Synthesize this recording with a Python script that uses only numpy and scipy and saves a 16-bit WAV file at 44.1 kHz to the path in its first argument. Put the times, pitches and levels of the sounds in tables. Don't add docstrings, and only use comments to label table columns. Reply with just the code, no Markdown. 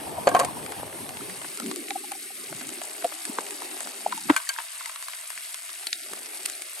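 import sys
import numpy as np
from scipy import signal
from scipy.fft import rfft, irfft
from scipy.io import wavfile
from scipy.ndimage import uniform_filter1d

SR = 44100
rng = np.random.default_rng(int(sys.argv[2]) if len(sys.argv) > 2 else 0)


def to_wav(sig):
    pcm = np.clip(np.atleast_2d(sig), -1, 1) * 32767
    pcm = np.round(pcm).astype(np.int16)
    wavfile.write(sys.argv[1], SR, pcm.T)


N = 299880
FRAME, OVERLAP = 2048, 1536


def undb(db):
    return 10 ** (np.asarray(db) / 20)


def along(table, hz):
    f, v = np.transpose(table)
    return np.interp(np.log(hz + 1), np.log(f + 1), v)


def curve(table, s):
    t, *columns = np.transpose(table)
    return np.array([np.interp(s, t, c) for c in columns])


def eq(x, table):
    gain = undb(along(table, np.fft.rfftfreq(N, 1 / SR)))
    return irfft(rfft(x.astype(np.float32)) * gain, N)


def add(out, s, x):
    i = max(int(s * SR), 0)
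    out[..., i:i + x.shape[-1]] += x[..., :N - i]


def frames_of(x):
    return signal.stft(x, SR, nperseg=FRAME, noverlap=OVERLAP)


def snap(decay_ms, width=1.0):
    ms = np.arange(SR // 30) * 1000 / SR
    noise = rng.standard_normal(len(ms)) + width * rng.standard_normal((2, len(ms)))
    ragged = np.repeat(undb(3.5 * rng.standard_normal(len(ms))), SR // 1500)[:len(ms)]
    fade = (1 - np.exp(-ms / 0.61)) * np.exp(-ms / decay_ms)
    burst = noise * ragged * fade
    return 1.89 * burst * np.sqrt(2 * np.sum(fade ** 2) / np.sum(burst ** 2))


# frequency in Hz, relative level in dB.
HISS_EQ = [(710, -44.5), (1200, -6.5), (1750, -5), (2150, -2), (2910, -4.5), (4440, -5.5), (6920, -10.5),
           (8870, 1.5), (10200, 5), (11100, 2.5), (11900, -6.5), (12900, -7), (13800, -49), (14700, -16),
           (15900, -26)]
# time in seconds, bass edge in Hz, low gain in dB, mid gain in dB.
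RUSTLE_MOVES = [(0, 50, -27, -27.5), (.35, 55.5, -20.5, -16), (.6, 49.7, -26, -25.5), (1.4, 70, -27, -36.5),
                (1.57, 129, -29, -47), (1.65, 118, -17, -40), (1.85, 202, -21, -39), (2.3, 154, -35.5, -44),
                (2.52, 79.5, -28, -34.5), (2.58, 90, -25.5, -42), (2.75, 110, -28.5, -50),
                (2.9, 199, -25.5, -41), (3.25, 205, -28.5, -40.5), (3.33, 149, -24, -28.5),
                (3.5, 190, -25.5, -34), (4.0, 148, -32.5, -38.5), (4.3, 109, -25, -45),
                (4.4, 300, -59, -30), (5.5, 269, -48, -47.5), (6.03, 225, -32.5, -59),
                (6.12, 104, -34, -59), (6.22, 174, -33, -38.5), (6.62, 183, -37, -59),
                (6.72, 278, -46, -49)]
RUSTLE_POINTS_HZ = [407, 460, 950]
# frequency in Hz, left-right correlation from 0 to 1.
BED_CORRELATION = [(100, 0.3), (400, 0.65), (1000, 0.07), (2000, 0.28), (4000, 0.5), (8000, 0.98),
                   (12000, 0.98)]


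def rustle_and_hiss(hiss_db=-40, split_hz=1400, rustle_flicker_db=5.0, hiss_flicker_db=4.0, swell_db=1.0):
    hz, s, (left, independent) = frames_of(rng.standard_normal((2, N)))
    hiss = along(HISS_EQ, hz)
    hiss += hiss_db - 10 * np.log10(np.mean(undb(2 * hiss)))
    db = np.empty(left.shape)
    for k, (edge, low, mid) in enumerate(curve(RUSTLE_MOVES, s).T):
        bass = [(edge / 2, low - 43), (edge, low - 20), (min(1.54 * edge, 330), low - 3)]
        scoop = (low + mid) / 2 - 4
        body = zip(RUSTLE_POINTS_HZ, (low, scoop, mid))
        db[:, k] = along([*bass, *body, (split_hz, np.interp(split_hz, hz, hiss))], hz)
    below = hz[:, None] < split_hz
    db = np.where(below, db, hiss[:, None])
    flicker = uniform_filter1d(rng.standard_normal(db.shape), size=6, axis=0)
    flicker = uniform_filter1d(flicker, size=3, axis=1)
    flicker = np.minimum(flicker / flicker.std(), 1)
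    swell = uniform_filter1d(rng.standard_normal(len(s)), size=3)
    db += np.where(below, rustle_flicker_db, hiss_flicker_db) * flicker + swell_db * swell / swell.std()
    alike = np.clip(along(BED_CORRELATION, hz), 0, 1)[:, None]
    right = alike * left + np.sqrt(1 - alike ** 2) * independent
    return undb(db) * np.array([left, right])


# frequency in Hz, gain in dB.
CRACK_EQ = [(400, -43.5), (1000, -12.5), (2200, 3), (3400, -0.5), (4450, 0.5), (5500, -3), (8600, 6.5),
            (10250, 4.5), (11500, 0.5), (13600, -17.5), (15500, -22)]
# frequency in Hz, gain in dB.
CRUNCH_EQ = [(200, -41.5), (600, 1), (1500, 1.5), (2500, -9), (4000, -15), (7000, -46.5)]
CRUMB_PITCHES = [1300, 1900, 2920, 5050, 5700, 9560]
# time in seconds, fine level in dB, coarse level in dB.
GRIT_LEVELS = [(0, -99, -45.5), (1.4, -43.5, -48), (2.4, -46, -98), (2.6, -41.5, -51), (4.5, -42.5, -48.5),
               (6.8, -44, -51.5)]


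def grit(per_s=130, spread_db=3.5, cap_db=10, decay_ms=2.2):
    def stream(colour):
        hits = rng.random(N) < per_s / SR
        strength = undb(np.minimum(spread_db * rng.exponential(size=N), cap_db))
        impulses = hits * strength * rng.choice([-1, 1], N)
        ticks = signal.oaconvolve(impulses[None], snap(decay_ms), axes=1)[:, :N]
        return eq(ticks, colour)
    fine_db, coarse_db = curve(GRIT_LEVELS, np.arange(N) / SR)
    fine = sum(stream([(hz / 4, -60), (hz / 2, -15), (hz, 0), (2 * hz, -15), (4 * hz, -60)])
               for hz in CRUMB_PITCHES)
    fine = eq(fine, CRACK_EQ)
    coarse = stream(CRUNCH_EQ) + stream(CRUNCH_EQ)
    return undb(fine_db) * fine / fine.std() + undb(coarse_db) * coarse / coarse.std()


# start in seconds, pre-EQ level in dB, pitch in Hz, decay in ms.
LUMP_KNOCKS = [(0.183, -20, 690, 4.2), (0.484, -29, 1060, 4), (0.569, -29, 955, 2.8),
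               (0.798, -27, 605, 0.99), (0.832, -18, 733, 0.94), (1.208, -31.5, 1300, 2.3),
               (1.587, -34, 1380, 4.2), (1.6, -30, 1370, 2.5), (1.621, -31.5, 1340, 3),
               (1.715, -34, 1175, 5), (2.439, -37, 390, 4), (2.518, -35, 340, 8), (2.524, -35, 636, 3.8),
               (2.719, -38, 700, 2.2), (2.777, -35, 330, 3.6), (1.906, -22, 804, 8),
               (1.957, -18.5, 780, 5.7), (2.04, -28.5, 840, 6.4), (2.117, -23.5, 810, 6.3),
               (2.151, -33, 800, 5.1), (2.304, -36.5, 790, 5.2), (2.815, -34.5, 686, 3.7),
               (2.842, -35, 890, 2.7), (2.877, -38.5, 670, 3.5), (3.044, -14, 694, 8.3),
               (3.047, -23, 510, 9.5), (3.296, -23.5, 266, 4.4), (3.386, -13, 937, 0.81),
               (3.388, -22, 392, 2.6), (3.62, -24.5, 1005, 1.4), (3.873, -33, 920, 1.8),
               (4.063, -9.5, 759, 2.46), (4.124, -21.5, 1013, 5.8), (4.126, -19, 1410, 1.7),
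               (4.175, -30, 900, 7.4), (4.297, -13, 970, 3.5), (4.3, -19, 79, 12),
               (4.2995, -5.5, 297.4, 8.1), (4.472, -27, 1850, 1.7), (4.563, -24, 1600, 1.2),
               (4.584, -24.5, 918, 7), (4.857, -26, 2070, 2.3), (4.871, -35, 906, 6.5),
               (4.959, -29.5, 1050, 1.7), (5.084, -31, 1160, 1.8), (5.377, -19, 2150, 0.41),
               (5.872, -15, 4560, 0.71), (5.931, -10, 4420, 0.4), (6.132, -35.5, 410, 4.6),
               (6.458, -36, 4400, 5.7), (6.532, -38, 4150, 6)]


def knocks(rise_share=0.66, rough=0.15, sag_scale=14.45, settle_db=-22.0, settle_ms=17.0):
    out = np.zeros((2, N))
    preroll = 0.01
    t = np.arange(SR // 15) / SR - preroll
    for s, db, hz, ms in LUMP_KNOCKS:
        past_peak = (t * 1000 - rise_share * ms) / ms
        swell = np.exp(-np.where(past_peak < 0, past_peak / rise_share, past_peak) ** 2)
        rattle = uniform_filter1d(rng.standard_normal(len(t)), size=SR // 300)
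        tail = undb(settle_db) * (past_peak > 0) * np.exp(-past_peak * ms / settle_ms)
        envelope = swell + tail * rattle / rattle.std()
        widening = np.minimum(t, 2 * ms / 1000)
        lag = sag_scale / ms ** 2 * widening * (2 * t - widening)
        period = int(SR / hz)
        stumble = rough * np.sqrt(period) * uniform_filter1d(rng.standard_normal(len(t)), size=period)
        phase = 2 * np.pi * (hz * (t - lag) + rng.random()) + stumble
        add(out, s - preroll, undb(db) * envelope * np.sin(phase))
    return eq(out, [(40, -40.5), (200, -1.5)])


# mode frequency in Hz, relative level in dB, T60 in seconds.
POT_MODES = [(569, -1, 0.029), (720, -3, 0.032), (1117, -14.5, 0.034), (1083, -8.5, 0.064),
             (1555, -11, 0.068), (2180, -17.5, 0.046), (2400, -12, 0.026), (3090, -7, 0.014),
             (4524, -6.5, 0.013), (6340, -14, 0.022), (7250, -10.5, 0.015)]
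# start in seconds, pre-EQ blow level in dB,
# centre of the blow's tone in Hz, pre-EQ crack level in dB.
POT_DROPS = [(0.271, -3.5, 780, -32), (0.276, -10, 740, -51), (0.288, -14.5, 620, -27.5),
             (0.314, -21, 1030, -42), (0.341, -19, 1045, -40), (0.3479, -2.5, 1010, -30),
             (0.364, -10.5, 920, -40), (0.391, -14.5, 670, -23.5), (0.397, -11.5, 960, -20),
             (0.403, -15, 950, -34.5), (0.412, -12.5, 960, -45), (0.418, -31, 990, -44),
             (0.432, -17.5, 700, -48), (0.439, -25, 700, -47), (0.447, -21, 890, -24.5),
             (4.363, -10.5, 1790, -19.5), (4.374, -33, 1920, -26.5), (4.49, -16, 5400, -22),
             (4.494, -21, 2270, -32)]


def pot(reach_octaves=0.6, contact_ms=1.1, tumble_ms=3.6, crack_ms=4.0, crunch_ms=12.8, pan_right_db=1.5):
    ring, bright, dull = np.zeros((3, 2, N))
    t = np.arange(SR // 6) / SR
    hz, mode_db, t60 = (c[:, None] for c in np.transpose(POT_MODES))
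    envelope = 1000. ** (-t / t60) * (1 - np.exp(-1000 * t / contact_ms))
    for s, db, centre_hz, crack_db in POT_DROPS:
        scatter = rng.standard_normal((len(POT_MODES), 2))
        distance = np.minimum(np.log2(hz / centre_hz) / reach_octaves, 1.5)
        drive_db = -6 * distance ** 2 + 2 * scatter[:, :1]
        detuned_hz = hz * (1 + 0.016 * scatter[:, 1:])
        modes = undb(mode_db + drive_db) * envelope * np.sin(2 * np.pi * detuned_hz * t)
        tumble = 0.062 * snap(tumble_ms, width=0.5)
        tumble[:, 0] = 1
        blow = signal.fftconvolve(modes.sum(axis=0)[None], tumble, axes=1)
        add(ring, s, undb(db) * blow / np.abs(blow).max())
        add(bright, s, undb(crack_db) * snap(crack_ms))
        add(dull, s, undb(db - 11) * snap(crunch_ms))
    pan = undb([[-pan_right_db / 2], [pan_right_db / 2]])
    return pan * eq(ring, [(120, 1.5), (430, 0.5)]) + eq(bright, CRACK_EQ) + eq(dull, CRUNCH_EQ)


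# start in seconds, crack level in dB, crunch level in dB, both pre-EQ.
CRUMB_BREAKS = [(0.662, -26.5, -30), (0.72, -30, -22), (1.091, -27, -32), (1.17, -28, -33),
                (1.298, -30, -29), (1.416, -29, -24), (1.445, -39, -21), (1.573, -25.5, -33),
                (1.599, -22, -23), (1.6615, -26, -37), (1.713, -23, -27.5), (1.76, -22.5, -31),
                (1.884, -29, -40), (1.906, -17.5, -28.5), (2.1185, -23.5, -27), (2.526, -36, -27.5),
                (2.611, -34.5, -27.5), (2.691, -26, -32), (2.816, -28.5, -26), (3.0226, -32, -25),
                (3.044, -26, -21), (3.1222, -48, -24.5), (3.252, -21, -25), (3.3847, -26.5, -17.5),
                (3.466, -27.5, -41), (3.508, -25, -40), (3.619, -39, -21.5), (3.712, -30, -32),
                (3.805, -22.5, -22.5), (3.872, -28, -24.5), (4.123, -25, -23), (4.177, -25.5, -37),
                (4.286, -35, -22), (4.295, -29, -10), (4.2995, -29.5, -2.5), (4.308, -40, -18),
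                (4.322, -40.5, -19.5), (4.334, -35, -26), (4.342, -33, -21), (4.401, -32, -26),
                (4.5858, -30, -15.5), (4.5998, -41, -22), (4.808, -33.5, -24.5), (4.8576, -25.5, -20.5),
                (4.8945, -30.5, -22.5), (4.959, -26.5, -30), (5.025, -28, -26), (5.0835, -25.5, -26),
                (5.134, -30, -29.5), (5.3024, -24.5, -31), (5.5437, -22.5, -31), (5.692, -29, -26.5),
                (5.8689, -18, -29.5), (5.929, -11.5, -39), (6.1338, -27, -22.5), (6.2594, -27, -41),
                (6.455, -22, -44), (6.459, -13.5, -31), (6.4858, -31, -29), (6.4985, -22.5, -29.5),
                (6.62, -24, -37)]


def cracks(crack_ms=1.66, crunch_ms=4.46):
    bright, dull = np.zeros((2, 2, N))
    for s, crack_db, crunch_db in CRUMB_BREAKS:
        sharp = snap(crack_ms)
        muted = 2 * uniform_filter1d(sharp, size=5)
        softness = rng.random() ** 2
        add(bright, s, undb(crack_db) * ((1 - softness) * sharp + softness * muted))
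        add(dull, s, undb(crunch_db) * snap(crunch_ms))
    return eq(bright, CRACK_EQ) + eq(dull, CRUNCH_EQ)


# time in seconds, pitch in Hz, pre-EQ level in dB.
PALM_DRAG = [(1.6, 215, -60), (1.635, 214, -37.5), (1.67, 232, -33), (1.72, 296.6, -53), (1.785, 360, -40),
             (1.86, 417, -55), (1.9, 440, -71)]


def scrape(waver=0.1794, throb_db=3.5, grain_ms=14.38):
    t = np.arange(N) / SR
    hz, db = curve(PALM_DRAG, t)
    slip = uniform_filter1d(rng.standard_normal((2, N)), size=int(grain_ms * SR / 1000), axis=1)
    throb, bend = slip / slip.std()
    gate = (t > PALM_DRAG[0][0]) & (t < PALM_DRAG[-1][0])
    phase = 2 * np.pi * np.cumsum(hz * (1 + waver * bend)) / SR
    hum = gate * undb(db + throb_db * throb) * np.sin(phase)
    return eq(hum, [(70, -51), (170, 2.5)])


# start and end in seconds, centre in Hz, depth in dB.
MID_NOTCHES = [(1.733, 2.412, 924, 17), (1.907, 2.124, 526, 17), (2.337, 2.486, 860, 24),
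               (3.131, 3.27, 498, 61), (4.121, 4.284, 542, 131), (4.335, 6.043, 518, 26.5),
               (4.34, 5.799, 797, 15), (5.863, 6.046, 1176, 70), (5.89, 6.09, 906, 99),
               (6.468, 6.672, 955, 26), (6.633, 6.748, 770, 29)]


def hollows(hz, s, width_hz=87, fade_s=0.0091):
    db = np.zeros((len(hz), len(s)))
    for start, end, centre_hz, depth_db in MID_NOTCHES:
        fade = np.clip(np.minimum(s - start, end - s) / fade_s, 0, 1)
        db -= depth_db * fade * np.exp(-((hz[:, None] - centre_hz) / width_hz) ** 2)
    return undb(db)


# frequency in Hz, left minus right in dB.
MIC_BALANCE = [(500, 1), (1000, 1.5), (2200, 2), (4400, 3), (8000, 0.5)]
# frequency in Hz, left lead in radians.
MIC_PHASE = [(400, 0), (950, -.8), (1550, -1.6), (2500, .8), (6500, .6), (8000, .9), (10800, -4.1),
             (12000, -6.2), (13200, -9.3), (15100, -12.6)]


def mic_ports(x):
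    hz = np.fft.rfftfreq(N, 1 / SR)
    left = undb(along(MIC_BALANCE, hz) / 2) * np.exp(.5j * along(MIC_PHASE, hz))
    return irfft(rfft(x) * np.array([left, 1 / left]), N)


def scene():
    hz, s, hands = frames_of(grit() + scrape() + knocks() + cracks() + pot())
    spectra = (rustle_and_hiss() + hands) * hollows(hz, s)
    _, mix = signal.istft(spectra, SR, nperseg=FRAME, noverlap=OVERLAP)
    return mic_ports(mix[:, :N])


def record(dry):
    return signal.sosfilt(signal.ellip(10, .2, 80, 15900, fs=SR, output="sos"), dry)


dry = scene()
out = record(dry)
to_wav(out)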